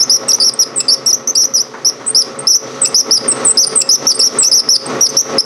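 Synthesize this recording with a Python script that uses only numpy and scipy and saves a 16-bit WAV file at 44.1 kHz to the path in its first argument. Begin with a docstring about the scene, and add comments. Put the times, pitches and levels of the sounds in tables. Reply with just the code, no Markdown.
"""Small workshop, close by: a metal lathe cuts a groove in a steel bar.
The tool squeals again and again: fluttering sines whose pitch arches in a lower mode and sags in a higher one.
Both excite a narrow ring of the bar and reflect in the room. Under them, unsteady gear tones and
shaped noise make hum, rumble, cutting hiss and dull knocks.
A camera's limiter holds loud squeals down and ducks the machine after them."""
import sys
import numpy as np
from scipy import signal
from scipy.fft import rfft, irfft, next_fast_len
from scipy.io import wavfile
from scipy.ndimage import uniform_filter1d, minimum_filter1d, map_coordinates

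SR = 44100
rng = np.random.default_rng(int(sys.argv[2]) if len(sys.argv) > 2 else 0)


def wrap_up_sound(samples):
    """Save the sound to the file named by the first command line argument, as 16-bit audio."""
    columns = np.atleast_2d(samples).T
    # keep every value between -1 and 1, then stretch to whole-number steps
    tamed = np.clip(columns, -1, 1)
    steps = np.round(tamed * 32767).astype(np.int16)
    wavfile.write(sys.argv[1], SR, steps)


N = 240331

# load on the machine, as level of its running noise: time_s, level_db
LOAD = [(0, -26.5), (.3, -26.5), (.5, -31.5), (.8, -29), (1.7, -34), (2.3, -28.5), (2.7, -27.5), (3.1, -22),
        (3.42, -20), (3.7, -23.5), (4.05, -19.5), (4.35, -21.5), (4.65, -16.5), (4.8, -21), (4.9, -18.5),
        (5.1, -21.5), (5.45, -19.5)]
# noise colour of the tool losing its grip: freq_hz, relative_db (per Hz)
SCRAPE_COLOUR = [(300, -20), (1500, -16.5), (3200, -6.5), (4100, 6), (6000, -5.5), (7000, -13),
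                 (10000, -1.5), (13000, -18)]


def amp(db):
    """Decibels to gain."""
    return 10 ** (np.asarray(db) / 20)


def unit(x):
    """Scale to rms 1."""
    return x / np.sqrt(np.mean(x ** 2) + 1e-20)


def along(points, hz):
    """(Hz, value) points read on a log frequency axis."""
    f, v = np.transpose(points)
    return np.interp(np.log(hz + 1), np.log(f + 1), v)


def wobble(knots_per_s):
    """Smooth random curve through normally distributed knots."""
    knots = rng.standard_normal(N // 8)
    return map_coordinates(knots, [np.arange(N) * knots_per_s / SR])


def filtered(x, response):
    """Multiply the spectrum of x by a function of frequency."""
    m = next_fast_len(N + SR // 2)
    return irfft(rfft(x, m) * response(np.fft.rfftfreq(m, 1 / SR)), m)[:N]


def noise(colour):
    """Noise of rms 1 with the given colour."""
    return unit(filtered(rng.standard_normal(N), lambda hz: amp(along(colour, hz))))


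def strokes(spells, attack_s, release_s):
    """Sample span, time since the start and envelope of each spell of vibration."""
    for start_s, length_s, *_ in spells:
        first = max(int(start_s * SR), 0)
        last = min(int((start_s + length_s + 5 * release_s) * SR), N)
        span = np.arange(first, last)
        t = span / SR - start_s
        rise = np.clip(t / attack_s, 0, 1)
        decay = np.exp(-np.maximum(t - length_s, 0) / release_s)
        yield span, t, np.sqrt(2) * rise * decay


def squeals(flutter_hz, flutter_per_s, sway_hz, shimmer_db, second_db, third_db, break_s, droop_hz,
            rough_rad, scrape_db, fade_db, trough_break):
    """Stick and slip in the lower mode: a fluttering whistle arches in pitch and turns rough as it breaks off."""
    # start_s, length_s, strength_db (before load), crest_s (after start), arch_width_s, crest_pitch_hz
    spells = [(0, 0.038, -0.5, 0.048, 0.077, 6120), (.096, .075, -1, .044, 0.099, 5730),
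              (0.289, 0.033, -3, 0.0019, 0.064, 5805), (0.331, 0.022, 0, 0.017, .06, 5970),
              (0.4, 0.097, -3, 0.066, .1, 5624), (.59, 0.046, 0.5, .016, .054, 5797),
              (0.882, .064, -1, .049, 0.075, 5534), (1.063, .054, -1.5, 0.022, 0.084, 5770),
              (1.128, 0.023, 2.5, .025, 0.096, 6040), (1.273, 0.037, -1.5, 0.016, .14, 6110),
              (1.353, .086, 2, .051, .092, 5800), (1.441, .017, 2, .018, .06, 6080),
              (1.537, 0.082, 0, 0.0058, 0.084, 5834), (1.847, 0.052, 1.5, 0.033, 0.07, 5754),
              (2.147, 0.077, 2.5, 0.042, 0.087, 5696), (2.47, 0.1, 4, 0.031, 0.059, 5890),
              (2.869, 0.0089, -10, 0.013, 0.063, 6000), (2.944, 0.069, 2, .041, .08, 5920),
              (3.109, 0.072, -.5, 0.031, 0.07, 5725), (3.572, .077, -1, 0.038, .062, 5895),
              (3.89, 0.069, 0, .043, .064, 5937), (4.068, .057, -2, 0.018, 0.069, 5767),
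              (4.199, 0.079, -3.5, .053, 0.07, 5820), (4.442, 0.044, -1.5, 0.052, 0.085, 6250),
              (4.514, 0.091, -0.5, .047, 0.067, 5920), (4.688, 0.078, -1, 0.03, 0.072, 5740),
              (5.009, 0.063, -3, .021, 0.075, 5830), (5.089, 0.015, -11.5, 0.0069, 0.078, 6020),
              (5.168, 0.046, 0, 0.041, .14, 5880), (5.382, .026, 1, 0.038, 0.053, 5760)]
    base_db, db_per_load_db = 27, 1.273
    arch_height_hz = 943.6
    out = np.zeros(N)
    flutter = flutter_hz * wobble(flutter_per_s) + sway_hz * wobble(130)
    shimmer = amp(shimmer_db * wobble(120))
    jitter = wobble(2000)
    scrape = noise(SCRAPE_COLOUR)
    envelopes = strokes(spells, attack_s=0.002, release_s=0.00057)
    for spell, (span, t, envelope) in zip(spells, envelopes):
        start_s, length_s, strength_db, crest_s, arch_s, crest_hz = spell
        progress = np.clip(t / length_s, 0, 1)
        trough = 1 - np.abs(np.cos(np.pi * (t - crest_s) / arch_s))
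        glide_hz = crest_hz - arch_height_hz * trough
        # a low ending breaks up harder; the whistle also falters between two arches
        ending = np.clip((t - length_s + break_s) / break_s, 0, 1)
        lowness = np.clip((5750 - glide_hz) / 900, 0, 1)
        breaking = np.maximum(ending * lowness, trough_break * trough ** 2)
        # flutter starts at 72 % and soon reaches full depth
        flutter_share = np.minimum(0.72 + 2 * progress, 1)
        pitch_hz = glide_hz + flutter[span] * flutter_share - droop_hz * breaking ** 2
        phase = 2 * np.pi * np.cumsum(pitch_hz) / SR + rough_rad * breaking * jitter[span]
        tone = np.sin(phase) + amp(second_db) * np.sin(2 * phase) + amp(third_db) * np.sin(3 * phase)
        load_db = np.interp(start_s, *np.transpose(LOAD))
        level = amp(base_db + strength_db + db_per_load_db * load_db + fade_db * progress ** 2)
        voice = tone + amp(scrape_db) * breaking * scrape[span]
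        out[span] += envelope * level * shimmer[span] * voice
    return out


def chirps(flutter_hz, flutter_per_s, shimmer_db, second_db, rasp_s, undertone_db, rough_rad, scrape_db):
    """The higher mode; a chirp that ends low ends in a rasp, where the slip repeats only every third cycle."""
    # start_s, length_s, relative_db, sag_bottom_s (after start), bottom_pitch_hz
    spells = [(0.279, 0.015, -18.5, 0.019, 8010), (0.36, .007, -26.5, .003, 9160),
              (.534, .006, -18, -0.0088, 8370), (.758, 0.056, -16.5, 0.039, 7825),
              (1.059, 0.0044, -11, .002, 8160), (1.349, 0.0091, -25.5, .004, 8010),
              (2.062, 0.046, -19, 0.0039, 7980), (2.386, 0.023, -26.5, 0.00056, 8440),
              (2.814, 0.049, -12, 0.037, 7810), (2.866, 0.024, -26, -0.0084, 8400),
              (3.278, .049, -10, 0.044, 8143), (3.448, 0.07, -7, 0.04, 7870),
              (3.663, 0.019, -12.5, -0.0034, 8830), (3.754, 0.0686, -7, .051, 7670),
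              (4.142, .025, -11.5, -0.015, 8150), (4.191, 0.0089, -2, 0.017, 7966),
              (4.385, 0.057, -5, 0.038, 7710), (4.856, 0.011, -19.5, -0.018, 8000),
              (5.007, .005, -15, .003, 8130), (5.09, 0.0088, -21.5, -0.017, 8000)]
    sag_s, sag_hz = 0.04, 1273  # half-width and depth of the pitch sag
    rasp_below_hz, rasp_range_hz = 8290, 427  # rasp starts below this pitch, is full this much lower
    swell_db = 3.5  # start to end
    out = np.zeros(N)
    flutter = flutter_hz * wobble(flutter_per_s)
    shimmer = amp(shimmer_db * wobble(190))
    jitter = wobble(700)
    scrape = noise(SCRAPE_COLOUR)
    envelopes = strokes(spells, attack_s=0.0057, release_s=0.00058)
    for spell, (span, t, envelope) in zip(spells, envelopes):
        _, length_s, relative_db, bottom_s, bottom_hz = spell
        glide_hz = bottom_hz + sag_hz * (1 - np.exp(-((t - bottom_s) / sag_s) ** 2))
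        lowness = np.clip((rasp_below_hz - glide_hz) / rasp_range_hz, 0, 1)
        rasp = lowness * np.clip((t - length_s + rasp_s) / 0.0086, 0, 1)
        phase = 2 * np.pi * np.cumsum(glide_hz + flutter[span]) / SR + rough_rad * rasp * jitter[span]
        third = phase / 3
        weak_undertones = sum(np.sin(k * third) for k in (1, 4, 5))
        undertones = np.sin(2 * third) + amp(undertone_db) * weak_undertones
        tone = np.sin(phase) + amp(second_db) * np.sin(2 * phase)
        rasping = undertones + amp(scrape_db) * scrape[span]
        level = amp(relative_db + swell_db * (np.minimum(t / length_s, 1) - 0.5))
        voice = (1 - 0.5 * rasp) * tone + rasp * rasping
        out[span] += level * envelope * shimmer[span] * voice
    return out


def ringing(x, centre_hz, width_hz, db):
    """The steel bar as one narrow resonance: squeal energy near its mode rings on."""
    def mode(hz):
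        return 1j * hz * width_hz / (centre_hz ** 2 - hz ** 2 + 1j * hz * width_hz)
    return x + amp(db) * filtered(x, mode)


def workshop(x, near_db, tail_db, near_s, count):
    """Quick reflections off chuck and bed, then the room's tail, decaying at its own rate in each band."""
    # reverberation time: freq_hz, t60_s
    room_t60 = [(300, 0.98), (5500, 0.26), (8000, 0.24), (15000, 0.16)]
    hz, t, z = signal.stft(rng.standard_normal(SR // 2), SR, nperseg=256)
    decay = amp(-60 * t / along(room_t60, hz)[:, None])
    tail = signal.istft(z * decay, SR, nperseg=256)[1]
    tail *= np.clip(np.arange(len(tail)) / SR / 0.0089, 0, 1)  # 8.9 ms build-up
    response = amp(tail_db) * tail / np.linalg.norm(tail)
    delays = (SR * near_s * rng.uniform(0.075, 1, count)).astype(int)
    response[delays] += amp(near_db) * rng.choice([-1, 1], count) / np.sqrt(count)
    response[0] += 1  # direct sound
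    return signal.fftconvolve(x, response)[:N]


def machine(rumble_db, tones_db, hiss_db, shaft_hz, throb_db, grit_db):
    """Gear tones over gritty rumble and the hiss of the cut, both throbbing at shaft rate."""
    # motor, belt and gears: freq_hz, relative_db, unsteadiness (0-1)
    tones = [(136.3, -14.5, 0.92), (240, -16, 0), (260, -14, 0.12), (369, -10.5, 0.65), (405.6, -13.5, 0.3),
             (432.2, -10.5, 0.9), (440, -8.5, 0.32), (474, -12.5, 0), (539.7, -5.5, 0.45),
             (1099, -15, 0.01), (1158, -18, 0), (1305, -14, 0.1)]
    # freq_hz, relative_db (per Hz)
    rumble_colour = [(18, -72), (30, -32), (54, -80), (111, -4.5), (178, -9.5), (237, 3.5), (486, -5.5),
                     (538, -2), (702, -4.5), (1040, -7), (1120, -6.5), (1320, -5), (1690, -15), (1880, -10),
                     (4000, -32), (5200, -60), (8800, -120)]
    # the cut: freq_hz, relative_db (per Hz)
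    hiss_colour = [(2060, -13), (3500, -5.5), (4230, -6), (5340, -5), (6020, -1), (7280, -18.5),
                   (10500, -24), (12800, -21), (15800, -39)]
    t = np.arange(N) / SR
    hum = np.zeros(N)
    for hz, relative_db, unsteady in tones:
        drift = wobble(26) + 1j * wobble(26)
        sway = np.sqrt(1 - unsteady) + np.sqrt(unsteady / 2) * drift
        carrier = np.exp(2j * np.pi * (hz * t + rng.random()))
        hum += amp(relative_db) * np.sqrt(2) * np.real(sway * carrier)
    throb = amp(throb_db * np.sin(2 * np.pi * shaft_hz * t + wobble(9.6)))
    rumble = amp(rumble_db + grit_db * wobble(170)) * noise(rumble_colour)
    hiss = amp(hiss_db + 2.1 * wobble(11)) * noise(hiss_colour)
    load_db = np.interp(t, *np.transpose(LOAD))
    return (amp(tones_db) * hum + throb * (rumble + hiss)) * amp(load_db)


def knocks(t60_s):
    """Short, dull thuds of the machine's body: coloured noise under decaying envelopes."""
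    # time_s, level_db
    blows = [(0.251, -29), (1.739, -24.5), (2.005, -32), (2.445, -26.5), (3.557, -25)]
    # freq_hz, relative_db (per Hz)
    thud_colour = [(60, -54), (200, -2), (1300, 6), (2000, -3), (4000, -35), (12000, -64)]
    t = np.arange(N) / SR
    envelope = sum(amp(db - 60 * np.abs(t - s) / t60_s) * (t >= s) for s, db in blows)
    return envelope * noise(thud_colour)


def scene():
    """The squealing tool in the room, over the running machine."""
    low = squeals(flutter_hz=188.6, flutter_per_s=550, sway_hz=55.7, shimmer_db=1.33, second_db=-15.0,
                  third_db=-30.5, break_s=0.01, droop_hz=60, rough_rad=0.082, scrape_db=-13.0,
                  fade_db=-2.0, trough_break=0.21)
    high = chirps(flutter_hz=160, flutter_per_s=540, shimmer_db=3.0, second_db=-26, rasp_s=0.015,
                  undertone_db=-15.0, rough_rad=2.0, scrape_db=-18.0)
    steel = ringing(amp(3.0) * low + amp(1.63) * high, centre_hz=2660, width_hz=9.7, db=6.0)
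    tool = workshop(steel, near_db=-10.5, tail_db=-15.5, near_s=0.0084, count=8)
    drive = machine(rumble_db=-2.0, tones_db=0.5, hiss_db=-12, shaft_hz=25.9, throb_db=1.0, grit_db=1.68)
    return (tool + drive + knocks(t60_s=0.26))[None]


def limiter(x, ceiling_db, recovery_db_per_s, hold_s):
    """Gain drops just ahead of a peak, waits, then climbs back at a steady rate in dB."""
    excess_db = np.maximum(20 * np.log10(np.abs(x) + 1e-9) - ceiling_db, 0)
    width = 2 * max(int(hold_s * SR / 2), 1) + 1
    held_db = -minimum_filter1d(-excess_db, width, origin=width // 2)  # running maximum of the past
    climb_db = recovery_db_per_s * np.arange(N) / SR
    cut_db = np.maximum.accumulate(held_db + climb_db) - climb_db
    gain_db = uniform_filter1d(minimum_filter1d(-cut_db, size=75), size=75)
    return x * amp(gain_db)


def record(dry):
    """The camera's microphone colour, limiter and band limit."""
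    # freq_hz, gain_db
    microphone = [(45, -1.5), (110, -2.5), (9000, 2), (11500, -1.5), (12800, -19.5), (15800, -4.5)]
    top_hz = 16050
    heard = filtered(dry[0], lambda hz: amp(along(microphone, hz)))
    limited = limiter(heard, ceiling_db=-1.5, recovery_db_per_s=137, hold_s=0.022)
    return filtered(limited, lambda hz: np.clip((top_hz - hz) / 300, 0, 1))[None]


dry = scene()
out = record(dry)
wrap_up_sound(out)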